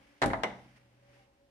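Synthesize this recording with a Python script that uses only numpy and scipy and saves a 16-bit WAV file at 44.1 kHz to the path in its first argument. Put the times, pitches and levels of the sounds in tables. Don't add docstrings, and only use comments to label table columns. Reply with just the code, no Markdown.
import sys
import numpy as np
from scipy.fft import rfft, irfft
from scipy.io import wavfile
from scipy.ndimage import uniform_filter1d, map_coordinates

SR = 44100
rng = np.random.default_rng(int(sys.argv[2]) if len(sys.argv) > 2 else 0)


def put_to_file(sound):
    columns = np.atleast_2d(sound).T
    safe = np.clip(columns, -1, 1)
    whole_steps = np.round(safe * 32767)
    wavfile.write(sys.argv[1], SR, whole_steps.astype(np.int16))


N = 66150
FFT_SIZE = 2 ** 17
HZ = np.fft.rfftfreq(FFT_SIZE, 1 / SR)
T = np.arange(N) / SR


def amp(db):
    return 10 ** (np.asarray(db) / 20)


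def unit(x):
    return x / np.sqrt(np.mean(x ** 2) + 1e-20)


def along(points, hz=HZ):
    freqs, values = np.transpose(points)
    return np.interp(np.log(hz + 1), np.log(freqs + 1), values)


def unit_colour(points):
    return 20 * np.log10(unit(amp(along(points))))


def level(points):
    return amp(np.interp(T, *np.transpose(points)))


def fade(t60):
    return np.exp(-np.log(1000) * T / t60)


def wobble(rate):
    return map_coordinates(rng.standard_normal(N // 10), [T * rate], mode="wrap")


def add(out, x, start_s):
    i = round(start_s * SR)
    out[:, i:] += x[:, :N - i]


def filtered(x, response):
    return irfft(rfft(x, FFT_SIZE) * response, FFT_SIZE)[..., :N]


def causal(gain):
    cepstrum = irfft(np.log(np.maximum(gain, 1e-7)))
    cepstrum[..., 1:FFT_SIZE // 2] *= 2
    cepstrum[..., FFT_SIZE // 2 + 1:] = 0
    return np.exp(rfft(cepstrum))


# (frequency [Hz], side over mid [dB])
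STEREO_WIDTH = [(60, -7), (250, -14.5), (550, -9), (820, -8), (1150, 3), (2000, -3), (4000, 1), (12000, -1)]


def spread(pair):
    width = amp(along(STEREO_WIDTH))
    mid, side = filtered(pair, np.array([np.ones_like(width), width]) / np.sqrt(1 + width ** 2))
    return np.array([mid + side, mid - side])


def from_left(x, lead_s=0.000336):
    return filtered(x, np.exp(1j * np.pi * HZ * lead_s * np.array([[1], [-1]])))


def noise(colour):
    white = rfft(rng.standard_normal((2, FFT_SIZE)))
    return unit(spread(irfft(white * amp(along(colour)))[:, :N]))


def modes(table, scatter_db, attack_s):
    x = np.zeros((2, N))
    for (hz, db, t60), (strength, side) in zip(table, rng.standard_normal((len(table), 2))):
        phase = np.sign(side) * np.arctan(amp(along(STEREO_WIDTH, hz))) * np.array([[1], [-1]])
        x += amp(db + scatter_db * strength) * fade(t60) * np.sin(2 * np.pi * hz * T + phase)
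    return x * (1 - np.exp(-T / attack_s))


def dense_ring(t60s, rise_s):
    white = rfft(rng.standard_normal((2, N)), FFT_SIZE)
    ring = np.zeros((2, N))
    for k, (_, t60) in enumerate(t60s):
        band = along([(hz, j == k) for j, (hz, _) in enumerate(t60s)])
        ring += irfft(white * band)[:, :N] * fade(t60)
    ring *= 1 - np.exp(-T / rise_s)
    power = np.abs(uniform_filter1d(np.abs(rfft(ring, FFT_SIZE)) ** 2, size=401))
    return spread(filtered(ring, causal(1 / np.sqrt(power + 1e-12))))


def ripple(spacing_hz=219.6):
    knots = rng.standard_normal(1000)
    return map_coordinates(knots, [HZ / spacing_hz], mode="wrap") * HZ / (HZ + 1500)


# (frequency [Hz], relative level [dB])
AIR_COLOUR = [(25, -16.5), (60, 7), (120, -11.5), (300, -1.5), (1000, -18.5), (4000, -17.5), (10000, -27.5),
              (15000, -34)]


def room_tone(level_db=-76):
    return amp(level_db) * noise(AIR_COLOUR)


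# (frequency [Hz], T60 [s])
ROOM_DECAY = [(60, 1.0), (130, 1.0), (240, .8), (400, 0.42), (800, 0.48), (2000, 0.38), (5000, 0.45),
              (12000, 0.32)]
# (frequency [Hz], level against the direct sound [dB])
ROOM_RETURN = [(60, -1), (250, -2), (700, -5.5), (2000, -11), (4000, -10), (10000, -11)]


def blow_in_room(colour_db, t60s, rise_s):
    direct = dense_ring(t60s, rise_s)
    room = filtered(dense_ring(ROOM_DECAY, rise_s=0.0082), causal(amp(along(ROOM_RETURN))))
    gain = np.sqrt(SR / 100)
    return gain * filtered(direct + room, causal(amp(colour_db)))


# (time [s], level [dB])
SLIDE_LEVEL = [(0, -67.5), (.05, -66.5), (.17, -69), (.6, -65.5), (.745, -67.5), (.77, -63.5), (.8, -71),
               (.89, -74), (1.0, -74), (1.17, -65.5), (1.24, -71), (1.3, -78), (1.5, -80.5)]
# (frequency [Hz], relative level [dB])
SLIDE_SPECTRUM = [(100, -7), (700, -3.5), (1300, -4.5), (1850, 1.5), (2150, 1), (2500, -2.5), (2800, -2.5),
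                  (4000, -11.5), (5500, -11), (7500, -20.5), (10000, -18), (12500, -31), (15000, -25)]


def rod_slide():
    grain = amp(0.78 * wobble(150))
    return level(SLIDE_LEVEL) * noise(SLIDE_SPECTRUM) * grain


def wavering(hz, width_hz, waver_db):
    drift_hz = width_hz * wobble(2 * width_hz) / 2
    strength = amp(waver_db * wobble(width_hz))
    return unit(strength * np.sin(2 * np.pi * np.cumsum(hz + drift_hz) / SR))


# (time [s], level [dB])
RUMBLE_LEVEL = [(0, -64.5), (.19, -75.5), (.5, -78), (.75, -76.5), (.9, -72), (1.02, -72), (1.2, -71),
                (1.29, -71.5), (1.5, -76)]
# (frequency [Hz], relative level [dB])
RUMBLE_COLOUR = [(25, -8), (50, 1), (80, -5.5), (170, -4.5), (250, 2), (420, -9), (560, 0.5), (680, -8.5),
                 (810, -1.5), (1200, -13), (3000, -32.5), (12000, -62)]
# (frequency [Hz], width [Hz], waver [dB], list of (time [s], level [dB]))
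PLAYFIELD_MODES = [(123.5, 5, 1, [(0, -78), (.3, -83), (.56, -56), (.72, -66), (.88, -71.5), (1.08, -67.5),
                   (1.21, -69), (1.31, -87), (1.5, -84)]), (289, 2.7, 1.5, [(0, -79), (.1, -70.5),
                   (.2, -76.5), (.8, -86), (1.5, -81)]), (559, 14, 3, [(0, -82), (.7, -79), (.8, -72),
                   (.92, -75), (1.02, -70), (1.2, -70), (1.5, -77)]), (790, 18, 1.5, [(0, -86), (.9, -88),
                   (1.13, -91), (1.205, -66.5), (1.27, -80.5), (1.5, -91.5)])]


def ball_roll():
    rumble = level(RUMBLE_LEVEL) * noise(RUMBLE_COLOUR) * amp(0.43 * wobble(35))
    playfield = sum(level(course) * wavering(hz, width_hz, waver_db)
                    for hz, width_hz, waver_db, course in PLAYFIELD_MODES)
    return rumble + playfield


# (time [s], thud gain [dB], tick gain [dB])
ROD_HITS = [(.2597, -23, -41), (.2802, -42, -57)]
# (frequency [Hz], relative level [dB])
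RUBBER_COLOUR = [(25, -34), (70, -23), (150, -11.5), (270, -2), (450, -9.5), (900, -27.5), (2000, -24.5),
                 (8000, -90.5)]
STEEL_COLOUR = [(100, -37), (1500, -7.5), (3000, -0.5), (6500, -9), (9800, -2), (12500, -18.5),
                (15000, -25)]
# (frequency [Hz], relative level [dB], T60 [s])
PANEL_THUMP = [(258, 6, .065)]
CABINET_RING = [(50, -19, .6), (116, -11, .33), (175, -17, .35), (198, -14, .35), (238, -10, .3),
                (294, -9, .26), (351, -9, .22), (506, -21, .22), (548, -17, .2)]


def rod_stops(thud_t60_s=0.035, tick_t60_s=0.029):
    out = np.zeros((2, N))
    for start_s, thud_db, tick_db in ROD_HITS:
        thud = amp(-5) * blow_in_room(unit_colour(RUBBER_COLOUR), [(1, thud_t60_s)], rise_s=0.0012)
        thump = modes(PANEL_THUMP, scatter_db=0.5, attack_s=0.0007)
        cabinet = amp(-0.5) * modes(CABINET_RING, scatter_db=4, attack_s=0.0049)
        tick = blow_in_room(unit_colour(STEEL_COLOUR) + ripple(), [(1, tick_t60_s)], rise_s=0.0003)
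        add(out, amp(thud_db) * (thud + thump + cabinet) + amp(tick_db) * tick, start_s)
    return out


# (time [s], ringing part,
# ring [dB], bass [dB], wooden body [dB], plastic clack [dB], treble click [dB], left over right [dB])
KNOCK_ARRIVALS = [(.2176, "wall", -32, -26.5, -23, -26, -26.5, -2.5),
                  (.2235, "wall", -36.5, -37, -36.5, -21, -25, 4),
                  (.2314, "wall", -27.5, -42, -20.5, -26, -34.5, 1.5),
                  (.2383, "wall", -36.5, -37, -25, -30.5, -28, 2),
                  (.3015, "figure", -49.5, -37.5, -32.5, -38, -58, -1.5),
                  (.3329, "wall", -31, -48, -21.5, -27, -43, 0.5),
                  (.4340, "figure", -30.5, -45, -26, -27.5, -27.5, 1.5),
                  (.4400, "figure", -46.5, -38, -25.5, -37.5, -37, -3.5)]
CLACK_BANDS = [200, 750, 2000, 7000]
# (frequency [Hz], relative level [dB])
CLACK_COLOUR = [(25, -38), (36, -16.5), (50, -2.5), (65, -2), (150, -5.5), (280, 1), (450, -0.5),
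                (780, -1.5), (1150, -3.5), (1400, -5), (2000, -3.5), (2500, -16.5), (4200, -20.5),
                (5000, -24.5), (9800, -32.5), (12000, -49), (15000, -54)]
CRACK_SPECTRUM = [(200, -24.5), (1500, -0.5), (4400, 6.5), (7000, -6), (10000, -12), (15000, -31)]
# (frequency [Hz], T60 [s])
CLACK_DECAY = [(100, 0.078), (700, 0.05), (2000, 0.056), (5000, 0.03), (12000, 0.029)]
PART_PEAKS = { "wall": [(2050, 150, -0.5), (2570, 120, -0.5), (4100, 330, 5), (4100, 110, -1),
              (5940, 200, 3.5), (7300, 300, 7)], "figure": [(2176, 198, 10), (2875, 160, 9.5),
              (3556, 350, 8.5), (5780, 350, 8.5), (7720, 320, 4.5), (11700, 290, 9.5), (14000, 400, 9)]}
PART_MODES = { "wall": [(108, -14, .25), (150, -17, .3), (268, -10, .3), (396, -14, .15), (649, -11, .22),
              (739, -14, .2), (805, -8, .28), (1050, -20, .22), (1296, -18, .15), (1545, -18, .16),
              (1648, -18, .16), (1748, -18, .15), (1951, -15, .13)] , "figure": [(190, -18, .6),
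              (221, -12, .55), (382, -20, .3), (475, -13, .18), (582, -17, .28), (660, -12, .22),
              (778, -11, .22), (850, -17, .33), (950, -14, .2), (2046, -8, .17), (2155, -13, .14),
              (2290, -9, .08)]}


def ball_knocks(crack_over_treble_db=-9, crack_t60_s=0.0059):
    out = np.zeros((2, N))
    for start_s, part, ring_db, *bands_db, pan_db in KNOCK_ARRIVALS:
        peaks_db = sum(db / (1 + ((HZ - hz) / width) ** 2) for hz, width, db in PART_PEAKS[part])
        balance_db = along(list(zip(CLACK_BANDS, bands_db)))
        colour_db = unit_colour(CLACK_COLOUR) + balance_db + peaks_db + ripple()
        clack = blow_in_room(colour_db, CLACK_DECAY, rise_s=0.00055)
        crack = amp(bands_db[-1] + crack_over_treble_db) * noise(CRACK_SPECTRUM) * fade(crack_t60_s)
        ring = amp(ring_db) * modes(PART_MODES[part], scatter_db=5.5, attack_s=0.0011)
        pan = amp([[pan_db / 2], [-pan_db / 2]])
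        add(out, (crack + clack + ring) * pan, start_s)
    return out


def scene():
    return room_tone() + ball_knocks() + rod_stops() + from_left(ball_roll() + rod_slide())


def record(dry, low_cut_hz=36, top_hz=15400):
    low_cut = -HZ ** 2 / (low_cut_hz ** 2 - HZ ** 2 + 1j * HZ * low_cut_hz)
    band_limit = 1 / (1 + (HZ / top_hz) ** 120)
    return filtered(dry, low_cut * band_limit)


dry = scene()
out = record(dry)
put_to_file(out)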